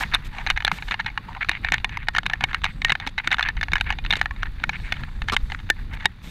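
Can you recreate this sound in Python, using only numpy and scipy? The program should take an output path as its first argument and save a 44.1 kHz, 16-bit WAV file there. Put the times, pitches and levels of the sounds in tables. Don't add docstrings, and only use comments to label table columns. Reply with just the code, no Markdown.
import sys
import numpy as np
from scipy import signal
from scipy.fft import rfft, irfft
from scipy.io import wavfile

SR = 44100
rng = np.random.default_rng(int(sys.argv[2]) if len(sys.argv) > 2 else 0)


def amplitude_ratio(level_db):
    exponent = np.asarray(level_db, float) / 20
    return 10 ** exponent


def pcm_store(signal):
    levels = np.round(np.clip(np.atleast_2d(signal), -1, 1) * 32767)
    wavfile.write(sys.argv[1], SR, levels.astype(np.int16).T)


N = 277830


def noise():
    return rng.standard_normal(N)


def rms_one(x):
    return x / np.sqrt(np.mean(x ** 2) + 1e-20)


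def colour(x, spectrum):
    hz = np.linspace(1, SR / 2, 4097)
    table = np.array(spectrum)
    level_db = np.interp(np.log(hz), np.log(table[:, 0]), table[:, 1])
    cepstrum = irfft(np.log(amplitude_ratio(level_db)))
    cepstrum[1:4096] *= 2
    cepstrum[4097:] = 0
    response = irfft(np.exp(rfft(cepstrum)))
    return signal.fftconvolve(x, response / np.linalg.norm(response))[:N]


def drift(rate):
    r = np.exp(-2 * np.pi * rate / SR)
    slow = signal.lfilter([1], [1, -2 * r, r * r], rng.standard_normal(N + SR))
    return rms_one(slow[SR:])


def ring(force, hz, t60):
    r = amplitude_ratio(-60 / (t60 * SR))
    w = 2 * np.pi * hz / SR
    return signal.lfilter([0, np.sin(w)], [1, -2 * r * np.cos(w), r * r], force + 1e-18)


def bursts(times, strengths, shapes):
    out = np.zeros(N + shapes.shape[1])
    for s, strength, shape in zip(times, strengths, shapes):
        at = round(s * SR)
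        out[at:at + len(shape)] += strength * shape
    return out[:N]


def swells(starts, lengths, gains, edge):
    out = np.zeros((gains.shape[1], N + SR))
    for s, length, gain in zip(starts, lengths, gains):
        at = round(s * SR)
        swell = signal.windows.tukey(round(length * SR), edge)
        out[:, at:at + len(swell)] += np.outer(gain, swell)
    return out[:, :N]


def in_time(rows):
    s, *columns = np.transpose(rows)
    return [np.interp(np.arange(N) / SR, s, c) for c in columns]


# (frequency [Hz], level [dB per Hz])
WIND = [(15, -6), (28, 6.5), (60, -1), (100, -10.5), (160, -36), (300, -61), (2000, -65)]


def wind(gust_db):
    return amplitude_ratio(gust_db - 0.74 + 3.2 * drift(7.5)) * colour(noise(), WIND)


# (frequency [Hz], level [dB per Hz])
RUMBLE = [(40, -20.5), (80, 4.5), (150, 2.5), (250, -8), (400, -20), (600, -24), (1000, -72.5)]


def rumble(gust_db, rough):
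    level_db = -23 + 0.57 * gust_db + 2.0 * drift(11.7) + 1.8 * rough
    return amplitude_ratio(level_db) * colour(noise(), RUMBLE)


# (frequency [Hz], level [dB per Hz])
WHEELS = [(450, -48), (600, -12), (790, 2), (1190, 1.5), (1760, 5), (2910, -3.5), (3340, -12),
          (4500, -28.5)]


def wheel_noise(wheels_db, rough):
    level_db = wheels_db - 7.5 + 1.95 * rough + 2.3 * drift(130)
    return amplitude_ratio(level_db) * colour(noise(), WHEELS)


# (frequency [Hz], level [dB per Hz])
BEARINGS = [(3000, -11.5), (3600, 2.5), (4200, -4.5), (4600, -4.5), (5100, -17), (6500, -31)]


def bearing_rush(bearings_db, rough):
    level_db = bearings_db - 7.0 + 0.94 * rough + 1.5 * drift(9.0)
    return amplitude_ratio(level_db) * colour(noise(), BEARINGS)


# (frequency [Hz], level [dB per Hz])
HISS = [(3500, -2), (5000, 9), (6400, 11), (8300, -2), (10000, 2), (12500, -1), (15000, -10), (16400, -22)]


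def wheel_hiss(hiss_db, rough):
    level_db = hiss_db + 0.74 * rough + 0.64 * drift(2.1)
    return amplitude_ratio(level_db) * colour(noise(), HISS)


# (time [s], level [dB])
GUSTS = [(0.0, -29.5), (0.07, -28.5), (0.35, -38), (0.49, -31), (0.77, -36.5), (2.68, -35), (2.86, -32.5),
         (2.96, -40), (3.75, -30), (4.0, -32), (4.9, -31.5), (5.39, -35), (5.44, -28.5), (5.63, -34.5),
         (5.77, -33.5), (5.96, -29.5), (6.19, -46), (6.3, -30)]
# (time [s], wheel noise [dB], bearing rush [dB], hiss [dB])
RIDE = [(0.0, -39.5, -43, -57), (.3, -43, -51, -76), (1.05, -43, -52, -75), (1.5, -44.5, -50, -76),
        (2.05, -47.5, -54.5, -80), (2.7, -45, -50.5, -72), (3.05, -49, -53.5, -78), (3.4, -43, -57, -76),
        (3.7, -49.5, -50, -76), (4.1, -44, -50.5, -81), (4.45, -45.5, -53.5, -76), (4.85, -44.5, -49, -70),
        (5.2, -47.5, -54, -74), (5.5, -44.5, -48, -66), (6.0, -47.5, -55.5, -76), (6.3, -51, -56.5, -76)]


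def rolling():
    [gust_db] = in_time(GUSTS)
    wheels_db, bearings_db, hiss_db = in_time(RIDE)
    rough = drift(37)
    ground = rumble(gust_db, rough) + wheel_noise(wheels_db, rough)
    return wind(gust_db) + ground + bearing_rush(bearings_db, rough) + wheel_hiss(hiss_db, rough)


# (start [s], length [s], level [dB], centre [Hz], width [Hz])
WHINES = [
    (1.42, 0.17, -72, 6000, 900),
    (1.44, .2, -60, 4100, 900),
    (4.68, .25, -60, 4000, 800),
    (2.62, .3, -72, 8000, 1200),
    (4.3, .12, -80, 6990, 502),
    (4.619, 0.29, -67, 5480, 700),
    (4.72, 0.2, -68, 8200, 1798),
    (5.02, 0.25, -72.5, 7800, 1800),
    (5.4, 0.24, -72, 8000, 1800),
]


def whines():
    out = np.zeros(N)
    for s, length, db, hz, width in WHINES:
        band = signal.butter(2, [hz - width / 2, hz + width / 2], "band", fs=SR, output="sos")
        song = rms_one(signal.sosfilt(band, noise()))
        out += swells([s], [length], amplitude_ratio([[db]]), edge=0.7)[0] * song
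    return out * amplitude_ratio(2.5 * drift(25))


SAND_S = [1.616, 3.841, 3.861, 4.229, 4.241, 4.33, 4.343, 4.387, 4.465, 4.482, 4.52, 4.535, 4.76, 5.01,
          5.049, 5.43, 5.448, 5.463, 5.6, 5.612, 5.745, 5.79]
# (frequency [Hz], level [dB per Hz])
SAND = [(4000, -30), (6500, 0), (12000, 2), (15500, -4), (16500, -30)]


def sand():
    clear_db, stray_db, strays_per_s = -60, -70, 29
    stray_s = rng.uniform(0, N / SR, round(strays_per_s * N / SR))
    s = np.concatenate([SAND_S, stray_s])
    level_db = np.where(np.arange(len(s)) < len(SAND_S), clear_db, stray_db)
    level_db = level_db + 3 * rng.standard_normal(len(s))
    t = np.arange(200) / SR
    grains = rng.standard_normal((len(s), len(t))) * np.exp(-t / 0.0012)
    return colour(bursts(s, amplitude_ratio(level_db), grains), SAND)


def cable_tug():
    recovery = np.exp(-np.arange(800)[None] / SR / 0.003)
    return bursts([4.0992], [-amplitude_ratio(-31)], recovery)


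# (time [s], peak level [dB], pitch [Hz])
THUDS = [(0.725, -26, 177), (0.908, -32.5, 184), (1.486, -32, 122), (1.717, -29, 167), (2.437, -29, 119),
         (2.919, -26, 144), (3.066, -32.5, 272), (3.727, -25, 160), (5.327, -28.5, 226.8),
         (4.131, -31.5, 204), (6.051, -30.5, 177), (.146, -36.5, 297), (1.493, -36, 330),
         (1.845, -44.5, 377), (3.275, -38.5, 335), (3.487, -42, 330), (3.734, -38.5, 330),
         (5.701, -36, 330), (6.056, -36, 380)]


def thuds():
    t60 = 0.061
    soft_push = signal.windows.hann(50)[None] / 25
    out = np.zeros(N)
    for s, db, hz in THUDS:
        for ratio, more_db in [(1, 4), (1.65, -12.5)]:
            out += ring(bursts([s], [amplitude_ratio(db + more_db)], soft_push), hz * ratio, t60 / ratio)
    return out


# (start [s], length [s], level [dB])
WASHES = [
    (0, 0.036, -34.5),
    (0.246, 0.033, -46.5),
    (0.347, 0.2, -59),
    (0.724, 0.062, -45.5),
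    (0.8, 0.124, -53),
    (4.163, .013, -47),
    (5.932, 0.022, -50),
    (6.212, 1, -48),
]
# (frequency [Hz], level [dB per Hz])
WASH = [(3000, 0), (3700, 4.5), (4500, -5), (5200, -5), (8600, -9.5), (9800, -16.5), (12400, -10),
        (15400, -20), (16400, -45)]


def palm():
    s, length, level_db = np.transpose(WASHES)
    return swells(s, length, amplitude_ratio(level_db)[:, None], edge=0.077)[0] * colour(noise(), WASH)


# (time [s], blow level [dB])
LANDING = [
    (5.3212, -23),
    (5.3243, -26),
    (5.328, -16.5),
    (5.333, -30),
    (5.3366, -17.5),
    (5.339, -24),
    (5.342, -30),
    (5.346, -35),
]
# (pitch [Hz], level [dB], time to fall 60 dB [s])
DECK = [(330, -21, 0.022), (467, -22, .025), (1190, -1.5, 0.029), (1300, -7.5, 0.024), (2600, -16, 0.0092),
        (3950, -5, .008)]


def landing():
    s, blow_db = np.transpose(LANDING)
    luck = rng.standard_normal((len(s), len(DECK)))
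    click = np.ones((len(s), 1))
    out = np.zeros(N)
    for k, (hz, db, t60) in enumerate(DECK):
        out += ring(bursts(s, amplitude_ratio(blow_db + db + 3 * luck[:, k]), click), hz, t60)
    return out


# (start [s], length [s], level [dB], centre [Hz])
CHATTER = [(0.0, 0.047, -34, 1620), (0.473, 0.058, -36.5, 2170), (0.557, 0.029, -37.5, 1910),
           (0.637, 0.077, -50.5, 1890), (0.912, 0.027, -36.5, 1740), (0.988, 0.026, -35.5, 1800),
           (1.055, 0.039, -37, 1700), (1.404, 0.032, -33, 1670), (1.342, .045, -50, 1300),
           (1.848, .04, -54, 1100), (1.627, 0.059, -43, 1990), (1.724, 0.045, -37.5, 2100),
           (1.897, 0.083, -45.5, 1930), (1.969, 0.089, -50, 2190), (2.292, 0.08, -47.5, 1520),
           (2.402, 0.055, -39, 1680), (2.525, 0.054, -46, 1780), (2.63, 0.092, -48, 2070),
           (3.011, 0.048, -45.5, 1580), (3.175, 0.035, -34, 1800), (3.307, 0.033, -33.5, 1780),
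           (3.38, 0.055, -46.5, 1870), (3.438, 0.08, -41, 1960), (3.564, 0.036, -46, 1850),
           (3.694, 0.12, -50.5, 1790), (3.846, 0.1038, -44, 1680), (4.39, 0.036, -49.5, 1940),
           (4.448, 0.029, -44.5, 1670), (0.16, 0.1, -61, 1520), (0.247, 0.028, -52.5, 2110),
           (4.57, 0.056, -60, 1680), (5.07, .03, -53, 1430), (5.146, .055, -60, 1307),
           (5.568, .04, -62, 1600), (0.398, .05, -57, 1300), (5.749, 0.086, -59, 1700),
           (5.898, 0.085, -49, 1530), (6.218, 0.18, -57.5, 2190)]
# (start [s], length [s], level [dB], scratch [dB], centre [Hz])
SCRAPES = [(0.114, 0.061, -38.5, -19, 1680), (0.315, .12, -46, -9.5, 1450), (0.712, 0.1, -54.5, -2, 1780),
           (0.86, 0.093, -60.5, 6, 2060), (1.277, 0.055, -47.5, -13, 1247), (1.484, .1, -45, -21, 2080),
           (2.132, 0.034, -45.5, -8, 1830), (2.482, 0.04, -40, -17, 1630), (2.85, 0.094, -48.5, -8, 2020),
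           (3.055, 0.048, -50, 1.5, 1940), (3.229, 0.071, -45, -14, 1870),
           (4.089, 0.13, -46.5, -11.5, 2170), (4.719, 0.057, -46.5, -16, 2150),
           (4.824, 0.096, -49.5, -9.5, 1970), (4.91, 0.17, -54.5, -7, 1780),
           (5.277, 0.017, -41.5, -3, 1700), (5.317, 0.037, -45, 9.5, 1400), (4.164, .013, -43.5, 3, 2000),
           (4.19, .01, -50, 0, 2200), (0.038, 0.034, -53.5, -4, 1800), (4.988, 0.036, -47, -21, 1240),
           (5.303, 0.013, -47, -15, 2010), (5.495, 0.062, -65, 9, 2010), (5.976, 0.11, -52.5, -9, 1590)]
# (pitch [Hz], level [dB], time to fall 60 dB [s])
SHELL = [(898, 18.5, 0.014), (1103, -23, 0.043), (1280, -25.5, 0.03), (1453, -12.5, 0.016),
         (1680, 0, 0.012), (1780, -3, 0.019), (1870, -15.5, 0.055), (2170, 4.5, 0.013), (2484, -8, 0.022),
         (2828, -6.5, 0.014), (2960, -28, 0.015), (3603, -7, 0.015), (3870, -28.5, 0.013),
         (4120, -46, 0.0011)]
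# (frequency [Hz], level [dB])
WALL = [(200, -18), (560, -15.5), (760, 0.5), (4200, 6.5), (5200, -6.5), (6200, 3.5), (7500, -9.5),
        (15000, -8)]
# (frequency [Hz], level [dB per Hz])
SCRATCH = [(3500, 12.5), (4300, 10.5), (5200, -2), (6500, -1), (7200, -1), (8000, -5), (9100, -6.5),
           (14800, -34)]


def rubs():
    ticks_per_s, edge = 1700, 0.49
    hz, mode_db, t60 = np.transpose(SHELL)
    dull = [(s, length, db, -23, centre) for s, length, db, centre in CHATTER]
    s, length, level_db, scratch_db, centre_hz = np.transpose(dull + list(SCRAPES))
    octaves_away = np.log2(hz / centre_hz[:, None])
    share = amplitude_ratio(0.8 * mode_db - 22.5 * octaves_away ** 2)
    share /= np.linalg.norm(share, axis=1)[:, None]
    body = swells(s, length, share * amplitude_ratio(level_db - 9)[:, None], edge)
    scratch = swells(s, length, amplitude_ratio(level_db + scratch_db + 5.5)[:, None], edge)[0]
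    sizes = amplitude_ratio(3.5 * np.minimum(rng.exponential(1, N), 3))
    ticks = rms_one(sizes * (rng.random(N) < ticks_per_s / SR))
    rung = np.zeros(N)
    for force, f, t in zip(body, hz, t60):
        wander = amplitude_ratio(4.5 * drift(18.3))
        rung += ring(force * wander * ticks * noise(), f, t * 0.64)
    rung = signal.sosfilt(signal.butter(4, 4300, fs=SR, output="sos"), rung)
    return colour(rung, WALL) + scratch * amplitude_ratio(3 * drift(200)) * colour(noise(), SCRATCH)


# (time [s], blow level [dB], centre [Hz])
PANEL = [(.0349, -33, 1910), (.4712, -12, 2190), (.5743, -9, 2020), (.6038, -15.5, 2040),
         (.9416, -12, 1870), (1.0622, -13.5, 2300), (1.1758, -10, 1800), (1.5141, -13.5, 2270),
         (1.6468, -8, 2090), (1.741, -4.5, 2040), (2.298, -12.5, 2000), (2.3341, -6, 2170),
         (2.6527, -11, 2210), (3.1794, -12, 2330), (3.3938, -6.5, 1920), (3.6836, -17.5, 1654),
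         (3.81, -7.5, 1870), (4.6381, -5.5, 1920), (5.285, -10, 1750), (5.5195, -14.5, 1870)]
# (time [s], blow level [dB], centre [Hz])
FLANK = [(.137, -12, 2170), (.1465, -3, 2330), (.4642, -11.5, 1900), (.648, -3.5, 2470), (.6675, -14, 1980),
         (.6779, -5.5, 2100), (1.7206, -2.5, 2020), (1.737, -9, 2070), (2.0844, -3.5, 2000),
         (2.167, -11.5, 2120), (2.4082, -12.5, 2130), (2.6625, -14.5, 1870), (2.8948, -7.5, 2320),
         (2.902, -8, 2170), (2.9524, -12, 1900), (3.1856, -13, 2450), (3.3149, -7.5, 2170),
         (3.321, -10, 2060), (3.337, -18, 2040), (3.6115, -10, 2220), (3.9036, -6.5, 1760),
         (3.9105, -19.5, 1929), (4.1058, -7, 2380), (4.1094, -10, 2380), (4.1348, -7.5, 2170),
         (4.2575, -11, 1870), (4.6929, -8, 2064), (5.0349, -18, 1682), (5.3651, -1.5, 2010),
         (5.7004, 0.5, 2120)]
# (time [s], blow level [dB], centre [Hz])
RIM = [(.1521, -7.5, 2030), (.5076, -9.5, 2200), (.5633, -24, 2250), (.9197, -11.5, 1710),
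       (1.0, -12.5, 2060), (1.0075, -22, 1920), (1.4461, -17.5, 1780), (1.686, -12, 1870),
       (1.8446, -5, 2070), (2.1496, -10.5, 2070), (2.4384, -3, 2030), (2.818, -13.5, 2170),
       (3.2735, -3.5, 1970), (3.3836, -12.5, 2010), (3.4084, -11, 1870), (3.4267, -6, 2300),
       (3.6338, -13, 2210), (3.7662, -12.5, 1880), (4.0622, -18.5, 2280), (5.547, -17.5, 1820)]
# (time [s], blow level [dB], centre [Hz])
CORNER = [(.5009, -2.5, 2210), (.7153, -3.5, 1980), (.91, -8, 2460), (1.428, -18, 1800),
          (1.4929, -1.5, 2030), (2.1627, -8.5, 2000), (2.1831, -3.5, 2179), (2.2634, -6, 2480),
          (2.5304, -18, 1960), (2.545, -6, 2170), (2.8472, -1.5, 2220), (2.9201, -2, 2170),
          (3.3429, -8, 2290), (3.437, -18, 2100), (3.7334, -2, 2220), (3.7553, -5, 2040),
          (4.3088, -16, 1630), (4.4308, -10, 1810), (5.2968, -11.5, 1970)]
# (time [s], blow level [dB], lowest mode [dB], crack [dB], centre [Hz])
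SNAPS = [(0.1409, -7.5, 0, -14, 2300), (1.487, -12.5, -13, -16, 2200), (1.9714, -13.5, 13, -11.5, 2040),
         (2.642, -4.5, -28, -16.5, 2300), (3.073, -12.5, 9, -9.5, 2240), (3.4868, -8, 8.5, -17, 2070),
         (3.6294, -8.5, -15, -15, 1960), (4.1251, -6.5, 9, -19, 2170), (4.1548, -13, 4, -17, 2170),
         (4.213, -3.5, -1, -17, 2070), (4.9224, -7, 5, -14, 2060), (5.322, -22, -7, 4, 1810),
         (5.333, -18, -17, 2, 1560), (6.0556, 1.5, 7, -18, 2300)]
# (time [s], blow level [dB])
TAPS = [(.3837, -19.5), (.6225, -19), (.7847, -21), (.8234, -20), (.8818, -22), (.886, -21.5), (.9945, -29),
        (1.781, -19.5), (1.893, -22.5), (2.232, -23.5), (2.2571, -21), (2.6371, -16.5), (2.8833, -20),
        (2.9999, -17), (3.0658, -18), (3.3053, -22), (3.568, -23), (3.7184, -16.5), (3.781, -18),
        (3.9246, -16), (3.9862, -19.5), (4.0492, -18), (4.9396, -23), (5.2186, -17.5), (5.4997, -22),
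        (5.935, -22), (6.0478, -25)]
LIGHT_S = [0.1153, 1.1006, 1.349, 1.3671, 2.0706, 2.5375, 2.6175, 3.011, 3.2443, 3.368, 3.457, 3.8928,
           3.935, 4.2275, 4.4243, 4.458, 4.634, 4.7336, 4.9675, 5.691, 5.9398, 5.9716, 6.006]
FAINT_S = [0.35, 0.41, 0.74, 1.0454, 1.08, 0.83, 1.33, 1.7, 1.78, 1.8, 1.7, 1.925, 2.0286, 3, 3.866, 3.8,
           3.8, 4.04, 4.1, 4.362, 5.34, 4.9126, 5.6, 4.6, 6, 6.3, 3.843, 2.868, 4.8, 5.59, 6.028, 6.0435]
MIDDLE_HZ = 2070


def contacts():
    places = [(PANEL, 6), (FLANK, 1), (RIM, -17), (CORNER, -34)]
    blows = []
    for table, low_db in places:
        for s, db, hz in table:
            crack_db = -18.5 + 0.52 * db + 3 * np.log2(hz / MIDDLE_HZ)
            blows.append((s, db, low_db, crack_db, hz))
    light = [(s, -27) for s in LIGHT_S]
    faint = [(s, -30.5) for s in FAINT_S]
    taps = sorted(list(TAPS) + light + faint)
    return sorted(blows + list(SNAPS)) + [(s, db, 5, -36, MIDDLE_HZ) for s, db in taps]


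# (time [s], pitch [Hz])
LEADS = [(0.142, 1746), (0.153, 1580), (0.503, 2165), (0.576, 2195), (0.65, 1740), (0.68, 1750),
         (0.717, 1683), (0.912, 1620), (1.001, 1780), (1.177, 1660), (1.494, 1700), (1.648, 1800),
         (1.721, 1790), (1.744, 1770), (1.846, 2200), (2.084, 1520), (2.151, 1710), (2.164, 1800),
         (2.184, 1700), (2.264, 1680), (2.335, 1783), (2.438, 1770), (2.546, 1740), (2.643, 1716),
         (2.848, 1860), (2.896, 2020), (2.922, 1705), (2.954, 1780), (3.185, 1700), (3.276, 1483),
         (3.317, 1580), (3.345, 1530), (3.385, 1730), (3.395, 1564), (3.41, 1740), (3.428, 1730),
         (3.488, 1780), (3.612, 1740), (3.63, 2130), (3.735, 1700), (3.756, 1689), (3.767, 1730),
         (3.811, 1560), (3.905, 1724), (4.107, 2240), (4.126, 1850), (4.138, 1800), (4.214, 1760),
         (4.259, 1750), (4.432, 1680), (4.64, 1543), (4.694, 1730), (4.924, 1790), (5.367, 1730),
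         (5.702, 1780), (6.057, 1780)]


def leading(s, hz):
    lead_s, lead_hz = np.transpose(LEADS)
    last_knock = np.argmin(np.diff(s))
    knock = np.searchsorted(s[:last_knock + 1], lead_s) - 1
    mode = np.argmin(np.abs(hz[knock] - lead_hz[:, None]), axis=1)
    marks = np.zeros(hz.shape)
    marks[knock, mode] = lead_hz
    return np.where(marks > 0, marks, hz), marks > 0


# (frequency [Hz], level [dB per Hz])
CRACK = [(3500, -65), (4800, 14.5), (6400, 5), (7500, -25), (10000, -1), (15000, -12.5), (16500, -18)]


def knocks():
    s, blow_db, low_db, crack_db, centre_hz = np.transpose(contacts())
    shell_hz, level_db, shell_t60 = np.transpose(SHELL)
    luck, shift, grip = rng.standard_normal((3, len(s), len(SHELL)))
    hz = shell_hz * np.exp(0.02 * shift)
    t60 = shell_t60 * amplitude_ratio(2 * grip)
    hz, leads = leading(s, hz)

    t = np.arange(400) / SR
    contact, grit = rng.standard_normal((2, len(s), len(t)))
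    contact = contact * np.exp(-t / 0.0017) * (1 - np.exp(-t / 0.00041))

    tilt = np.log2(centre_hz / MIDDLE_HZ)[:, None] * np.log2(hz / MIDDLE_HZ)
    share = amplitude_ratio(level_db + 67.5 * tilt + 4.5 * luck)
    second_strongest = np.sort(share[:, 1:])[:, [-2]]
    share = np.where(leads, amplitude_ratio(7.5) * second_strongest, share)
    share /= np.linalg.norm(share[:, 1:], axis=1)[:, None]
    share[:, 0] = amplitude_ratio(low_db - 11.5)

    waves = np.exp(2j * np.pi * hz[..., None] * t)
    drive = np.abs(np.sum(contact[:, None] * waves, axis=2))
    drive = np.hypot(drive, 0.6 * np.linalg.norm(contact, axis=1)[:, None])
    strength = amplitude_ratio(blow_db - 5.5)[:, None] * share / drive

    later = np.arange(2000) / SR
    modes = np.zeros((len(s), len(later)))
    for k in range(len(SHELL)):
        decay = np.exp(-np.log(1000) * later / t60[:, [k]])
        modes += strength[:, [k]] * decay * np.sin(2 * np.pi * hz[:, [k]] * later)
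    body = bursts(s, np.ones(len(s)), signal.fftconvolve(modes, contact, axes=1))
    grit = grit * np.exp(-t / 0.0018) * (1 - np.exp(-t / 0.0011))
    crack = bursts(s, amplitude_ratio(blow_db + crack_db - 4.5), grit)
    return colour(body, WALL) + colour(crack, CRACK)


def scene():
    ride = rolling() + whines() + sand() + cable_tug()
    bumps = thuds() + palm() + landing()
    return (ride + bumps + rubs() + knocks())[None]


def low_pass(x):
    return signal.sosfilt(signal.butter(12, 16000, fs=SR, output="sos"), x)


def record(dry):
    ceiling, cutoff_hz = 0.48, 15400
    flat = dry / (1 + np.abs(dry / ceiling) ** 8) ** (1 / 8)
    mix = signal.sosfilt(signal.butter(6, cutoff_hz, fs=SR, output="sos"), flat)
    return low_pass(mix)


dry = scene()
out = record(dry)
pcm_store(out)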